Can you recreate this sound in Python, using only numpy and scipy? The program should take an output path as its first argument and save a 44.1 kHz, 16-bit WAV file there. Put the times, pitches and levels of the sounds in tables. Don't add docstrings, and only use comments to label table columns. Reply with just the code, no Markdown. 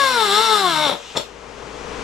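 import sys
import numpy as np
from scipy import signal
from scipy.fft import rfft, irfft, next_fast_len
from scipy.io import wavfile
from scipy.ndimage import uniform_filter1d

SR = 44100
rng = np.random.default_rng(int(sys.argv[2]) if len(sys.argv) > 2 else 0)


def store_wav(level_fs):
    pcm = np.round(np.clip(np.atleast_2d(level_fs), -1, 1) * 32767)
    wavfile.write(sys.argv[1], SR, pcm.T.astype(np.int16))


N = 89699
T = np.arange(N) / SR
SIDES = np.array([[.5], [-.5]])


def from_db(db):
    return 10 ** (np.asarray(db) / 20)


def rms_one(x):
    return x / np.sqrt(np.mean(x ** 2) + 1e-20)


def in_time(rows):
    return np.interp(T, *np.transpose(rows))


def at_hz(rows, hz, axis=1):
    rows = np.array(rows)
    return np.interp(np.log(hz + 1e-3), np.log(rows[:, 0]), rows[:, axis])


def filtered(x, response):
    size = next_fast_len(N + 8192)
    hz = np.arange(size // 2 + 1) * SR / size
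    return irfft(rfft(x, size) * response(hz), size)[..., :N]


def colour(x, spectrum):
    return filtered(x, lambda hz: rms_one(from_db(at_hz(spectrum, hz))))


def drift(rate_hz):
    r = np.exp(-2 * np.pi * rate_hz / SR)
    wander = signal.lfilter([1], [1, -2 * r, r * r], rng.standard_normal(2 * N))
    return rms_one(wander[N:])


def ring(x, modes):
    out = 0
    for k, (hz, db, t60) in enumerate(modes):
        r = from_db(-60 / (t60 * SR))
        w = 2 * np.pi * hz / SR
        mode = signal.lfilter([0, np.sin(w)], [1, -2 * r * np.cos(w), r * r], x + 1e-18)
        out = out + (-1) ** k * from_db(db) * mode
    return out


def noise_bursts(events, decay_s):
    envelope = sum(from_db(db) * (T >= s) * np.exp(-np.abs(T - s) / decay_s) for s, db in events)
    return envelope * rng.standard_normal(N)


# [t/s, turns per s]
SPINDLE_SPEED = [(0.0, 140.3), (0.035, 136.7), (0.12, 127.2), (0.2, 112.2), (0.28, 100), (0.305, 98.6),
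                 (0.36, 105), (0.435, 113.2), (0.53, 108), (0.62, 97), (0.69, 86.7), (0.75, 77.3),
                 (0.84, 75.9), (0.92, 62.2), (0.97, 23)]


def spindle():
    speed = in_time(SPINDLE_SPEED) * (1 + 0.0013 * drift(60))
    return speed, np.cumsum(speed) / SR


VANES = 4
HALF_ORDER_DB, ODD_ORDER_DB, UPPER_VANE_DB = -16.5, -23.5, -3.5
FLUTTER, PUFF_DB = 0.24, -36
# [t/s, level/dB]
EXHAUST_STRENGTH = [(0, 3.5), (.07, 2.5), (.14, 2.5), (.3, -3.5), (.38, 0), (.45, -1), (.53, 7.5), (.62, 5),
                    (.87, 0.5), (.92, -13), (.955, -18.5), (.99, -42), (1.05, -77)]
# [f/Hz, level/dB, extra left over right/dB]
EXHAUST_COLOUR = [(70, -31.5, 3), (124, -31, 1), (158, -19.5, 6.5), (211, -22.5, -2), (262, -24, 2),
                  (310, -33.5, 7), (343, -24, 4), (377, -26, -10.5), (440.6, -21, 1), (444.4, -27, -1),
                  (492, -31.5, -4), (560, -25, 4), (606.6, -23, -0.5), (636, -32, -9), (705, -23, 1),
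                  (765, -22, -1), (836, -31, 7.5), (871.8, -20, 6.5), (892, -22, -3), (1014, -26, -1),
                  (1070, -16.5, 2), (1192, -24, -4.5), (1267, -19.5, 0.5), (1324, -22, 0.5),
                  (1597, -26.5, 0), (1646, -21.5, 0), (1900, -39.5, 4), (2440, -36.5, 4)]
# [f/Hz, level/dB per Hz]
PUFF_COLOUR = [(60, -35), (130, -32), (300, -30), (600, -48), (900, 1), (1400, -5), (1900, -7),
               (3000, -3.5), (8000, -42)]


def exhaust(speed, turns):
    whine = 0
    for k in range(1, 6 * VANES + 1):
        if k % 2:
            order_db = ODD_ORDER_DB
        elif k % VANES:
            order_db = HALF_ORDER_DB
        else:
            order_db = UPPER_VANE_DB * (k > 3 * VANES)
        offset = rng.random() * (k % VANES > 0)
        hz = k * speed
        side_db = SIDES * at_hz(EXHAUST_COLOUR, hz, axis=2)
        level = from_db(order_db + at_hz(EXHAUST_COLOUR, hz) + side_db)
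        whine = whine + level * (1 + FLUTTER * drift(38)) * np.cos(2 * np.pi * (k * turns + offset))
    pulsing = 1 + 1.2 * np.cos(2 * np.pi * VANES * turns)
    puffs = rms_one(pulsing * rng.standard_normal(N))
    air = from_db(PUFF_DB) * colour(puffs, PUFF_COLOUR)
    return from_db(in_time(EXHAUST_STRENGTH)) * (np.sqrt(2) * whine + air)


def contact(turns, swing_db):
    return from_db(swing_db * np.cos(2 * np.pi * (turns - .4)))


CHATTER_DB, CHATTER_SWING_DB = -25, 6
# [t/s, level/dB]
BITE_STRENGTH = [(0, 2.5), (.08, -1.5), (.12, -9), (.21, -0.5), (.28, -7), (.36, 3), (.39, 0.5), (.44, -7),
                 (.52, 7), (.57, 1), (.63, -0.5), (.71, 7.5), (.76, 3), (.85, 7.5), (.9, 0.5), (.94, -8),
                 (.98, -39), (1.02, -72)]
# [f/Hz, level/dB per Hz]
CHATTER_COLOUR = [(1700, -43), (2150, -2.5), (2450, -11.5), (2750, -15.5), (3050, -9.5), (3300, 0.5),
                  (3580, 6.5), (3950, -2.5), (4300, -15), (4800, -19), (5200, -29), (5550, -8.5),
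                  (6400, -31), (7600, -35), (9000, -29), (14000, -45)]


def chatter(turns):
    rim = signal.resample(rng.standard_normal(256), 4096)
    pattern = np.interp(turns % 1, np.linspace(0, 1, len(rim)), rim)
    force = pattern * contact(turns, CHATTER_SWING_DB)
    buzz = from_db(in_time(BITE_STRENGTH)) * colour(force, CHATTER_COLOUR)
    return from_db(CHATTER_DB) * rms_one(buzz)


GRAINS, GRAIN_SPREAD_DB = 48, 0
GRAIN_CHANGE, WOBBLE_DB = 0.66, 0.5
RING_DB, RASP_DB, DUST = -31, -24.5, 0.56
# [t/s, level/dB]
RUB_STRENGTH = [(0, 2), (.07, 1.5), (.12, -1), (.22, -0.5), (.29, -1), (.36, 3.5), (.44, 1.5), (.53, 10.5),
                (.62, 5), (.72, 3.5), (.84, 1.5), (.89, 0.5), (.94, -11.5), (.975, -24), (1.02, -70)]
# [f/Hz, level/dB, t60/s]
WHEEL_MODES = [(2126, 3, 0.038), (2700, -4, 0.1), (3076, 1.5, 0.066), (3540, 2, 0.041), (3700, 9.5, 0.016),
               (3870, 2, 0.013), (4600, -13, 0.019), (5020, -2.5, .025), (5600, 0, 0.077),
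               (7200, -13.5, 0.093), (7740, -0.5, 0.039), (9250, 0, 0.017)]
# [f/Hz, level/dB per Hz]
RASP_COLOUR = [(200, -85), (700, -1.5), (1500, -0.5), (2000, -13), (2900, -4), (4000, 8.5), (4800, -3),
               (6300, -8), (7700, -6), (10500, -8), (12500, -11), (15000, -22)]


def cutting(turns):
    passes = int(turns[-1]) + 1
    grain_angle = (np.arange(GRAINS) + rng.random(GRAINS)) / GRAINS
    strike_turn = np.arange(passes)[:, None] + grain_angle
    polarity = rng.choice([-1, 1], GRAINS)
    size = from_db(GRAIN_SPREAD_DB * rng.uniform(-1.2, 1, GRAINS)) * polarity
    size = size * (1 + GRAIN_CHANGE * rng.standard_normal(strike_turn.shape))
    strike_sample = np.searchsorted(turns, strike_turn.ravel())
    strikes = np.bincount(strike_sample, size.ravel(), N + 1)[:N]
    rubbing = rms_one(strikes) + DUST * rng.standard_normal(N)
    force = rms_one(contact(turns, WOBBLE_DB) * rubbing)
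    ringing = from_db(RING_DB) * rms_one(ring(force, WHEEL_MODES))
    rasp = from_db(RASP_DB) * colour(force, RASP_COLOUR)
    return from_db(in_time(RUB_STRENGTH)) * (ringing + rasp)


TANK_THUD_DB, TANK_RING_DB = -15, -53.5
# [t/s, level/dB]
CATCH_EVENTS = [(0.867, 1), (0.882, -4), (0.895, 3), (0.9142, 1), (0.92, -10), (0.925, -4), (0.935, -2.5),
                (0.951, -7), (1.143, -21.5), (1.152, -15), (1.156, -6), (1.16, -12), (1.1635, -8),
                (1.169, -10), (1.175, -11), (1.179, -5.5), (1.198, -11), (1.206, -14.5)]
# [f/Hz, level/dB per Hz]
THUD_COLOUR = [(50, -21), (130, -3.5), (300, 0.5), (550, 4), (900, 3), (1500, -5), (2500, -11.5),
               (8000, -41)]
# [f/Hz, level/dB, t60/s]
TANK_RESONANCES = [(465, -12, 0.53), (571, 0, 0.27), (730, -9, 0.22), (874, -8, .15), (1050, -10, 0.26),
                   (1243, -3, 0.18), (1410, -4, 0.16), (1670, -10, 0.086)]


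def catches():
    force = noise_bursts(CATCH_EVENTS, decay_s=0.0034)
    thud = from_db(TANK_THUD_DB) * colour(force, THUD_COLOUR)
    return thud + from_db(TANK_RING_DB) * ring(force, TANK_RESONANCES)


JERK_S, JERK_DECAY_S = 1.171, 0.0048
ZING_DB, SCRAPE_DB, KNOCK_DB = -43, -23.5, -12
# [f/Hz, level/dB, t60/s]
FREE_WHEEL_MODES = [(3246, -5, .04), (3470, 5, 0.023), (3820, -1.5, 0.072), (4180, -7, 0.091),
                    (4350, -12, 0.15), (5360, -2, 0.081), (5680, -18, .07), (7260, -1.5, 0.062),
                    (7300, -12, 0.12), (8890, -8.5, 0.079)]
# [t/s, level/dB]
KNOCK_EVENTS = [(1.1703, -4), (1.1742, 4)]
# [f/Hz, level/dB per Hz]
KNOCK_COLOUR = [(80, -12), (200, -2), (550, 5), (1000, -4), (2300, -16), (3300, -12), (3800, 1), (4700, -8),
                (5400, -3), (6300, -10), (7250, -5), (8500, -24), (15000, -21)]


def jerk():
    scrape = np.exp(-np.abs(T - JERK_S) / JERK_DECAY_S) * rng.standard_normal(N)
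    knocks = noise_bursts(KNOCK_EVENTS, decay_s=0.001)
    zing = from_db(ZING_DB) * ring(scrape, FREE_WHEEL_MODES)
    rasp = from_db(SCRAPE_DB) * colour(scrape, RASP_COLOUR)
    return zing + rasp + from_db(KNOCK_DB) * colour(knocks, KNOCK_COLOUR)


LEAK_DB, LEAK_ENDS_S, LEAK_FADE_DB_PER_S = -39, 1.202, 205
# [f/Hz, level/dB per Hz]
LEAK_COLOUR = [(200, -25), (1000, -3.5), (2100, -6.5), (2800, -0.5), (3600, -1), (4600, -9.5), (6000, -7),
               (7500, -10.5), (10000, -22.5), (14000, -30)]


def leak():
    level_db = LEAK_DB - LEAK_FADE_DB_PER_S * np.maximum(T - LEAK_ENDS_S, 0)
    return from_db(level_db) * colour(rng.standard_normal(N), LEAK_COLOUR)


SHOP_DB, SHOP_WIDTH = -44.5, 0.78
SHOP_LEFT_DB = 2.5
DRONE_HZ, DRONE_WAVER = 28.5, 0.43
# [f/Hz, level/dB per Hz]
SHOP_COLOUR = [(25, 0.5), (80, -7.5), (130, 2.5), (230, -1.5), (450, 1), (700, -1.5), (1100, -0.5),
               (1800, -6.5), (2800, -7.5), (4000, -13), (6500, -14.5), (8500, -22.5), (10500, -27),
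               (14000, -52)]
# [multiple of its rate, level/dB]
DRONE_PARTIALS = [(2, -54), (8, -61), (10, -61), (14, -58.5), (15, -57), (16, -57.5), (17, -55.5)]


def workshop():
    own = SHOP_WIDTH * rng.standard_normal((2, N))
    noise = colour(rms_one(rng.standard_normal(N) + own), SHOP_COLOUR)
    drone = 0
    for k, db in DRONE_PARTIALS:
        cycles = round(k) * DRONE_HZ * T + rng.random()
        phase = 2 * np.pi * cycles + DRONE_WAVER * drift(12)
        drone = drone + from_db(db) * np.sqrt(2) * np.sin(phase)
    return (from_db(SHOP_DB) * noise + drone) * from_db(SHOP_LEFT_DB * SIDES)


ROOM_T60_S = 0.22


def room(x, wet_db):
    t = T[:SR // 2]
    decay = from_db(-60 * t / ROOM_T60_S)
    tail = rng.standard_normal((2, len(t))) * decay * (t > .002)
    tail /= np.sqrt(np.sum(tail ** 2, axis=1, keepdims=True))
    return x + from_db(wet_db) * signal.fftconvolve(np.atleast_2d(x), tail, axes=1)[:, :N]


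# [f/Hz, level/dB]
LEFT_OVER_RIGHT = [(60, 1.7), (200, 4.2), (380, 9.8), (700, 10.8), (1260, 8.4), (2300, 6.6), (4200, 3.9),
                   (7800, 1.3), (14000, 1.5)]
# [f/Hz, lead/radians]
LEFT_PHASE_LEAD = [(100, 0), (520, .1), (1800, -.4), (8300, -.4), (9800, -2.8), (15000, -3.1)]


def scene():
    speed, turns = spindle()
    sound = room(exhaust(speed, turns), wet_db=-15.5)
    sound = sound + room(chatter(turns), wet_db=-9)
    sound = sound + room(cutting(turns) + catches() + jerk() + leak(), wet_db=-4)
    sound = sound + workshop()

    def placement(hz):
        gain = from_db(SIDES * at_hz(LEFT_OVER_RIGHT, hz))
        return gain * np.exp(1j * SIDES * at_hz(LEFT_PHASE_LEAD, hz))

    return filtered(sound, placement)


AGC_AIM_DB, AGC_WINDOW_S, AGC_RISE_DB_PER_S = -14.5, 0.083, 14.5
STOPBAND_HZ = 16200


def record(dry):
    power = uniform_filter1d(np.mean(dry ** 2, axis=0), int(AGC_WINDOW_S * SR))
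    level_db = 10 * np.log10(power + 1e-12)
    rise_db = AGC_RISE_DB_PER_S * T
    held_db = np.maximum.accumulate(level_db + rise_db) - rise_db
    out = 1.546 * np.tanh(dry * from_db(AGC_AIM_DB - held_db) / 1.454)
    return signal.sosfilt(signal.cheby2(12, 70, STOPBAND_HZ, fs=SR, output="sos"), out)


dry = scene()
out = record(dry)
store_wav(out)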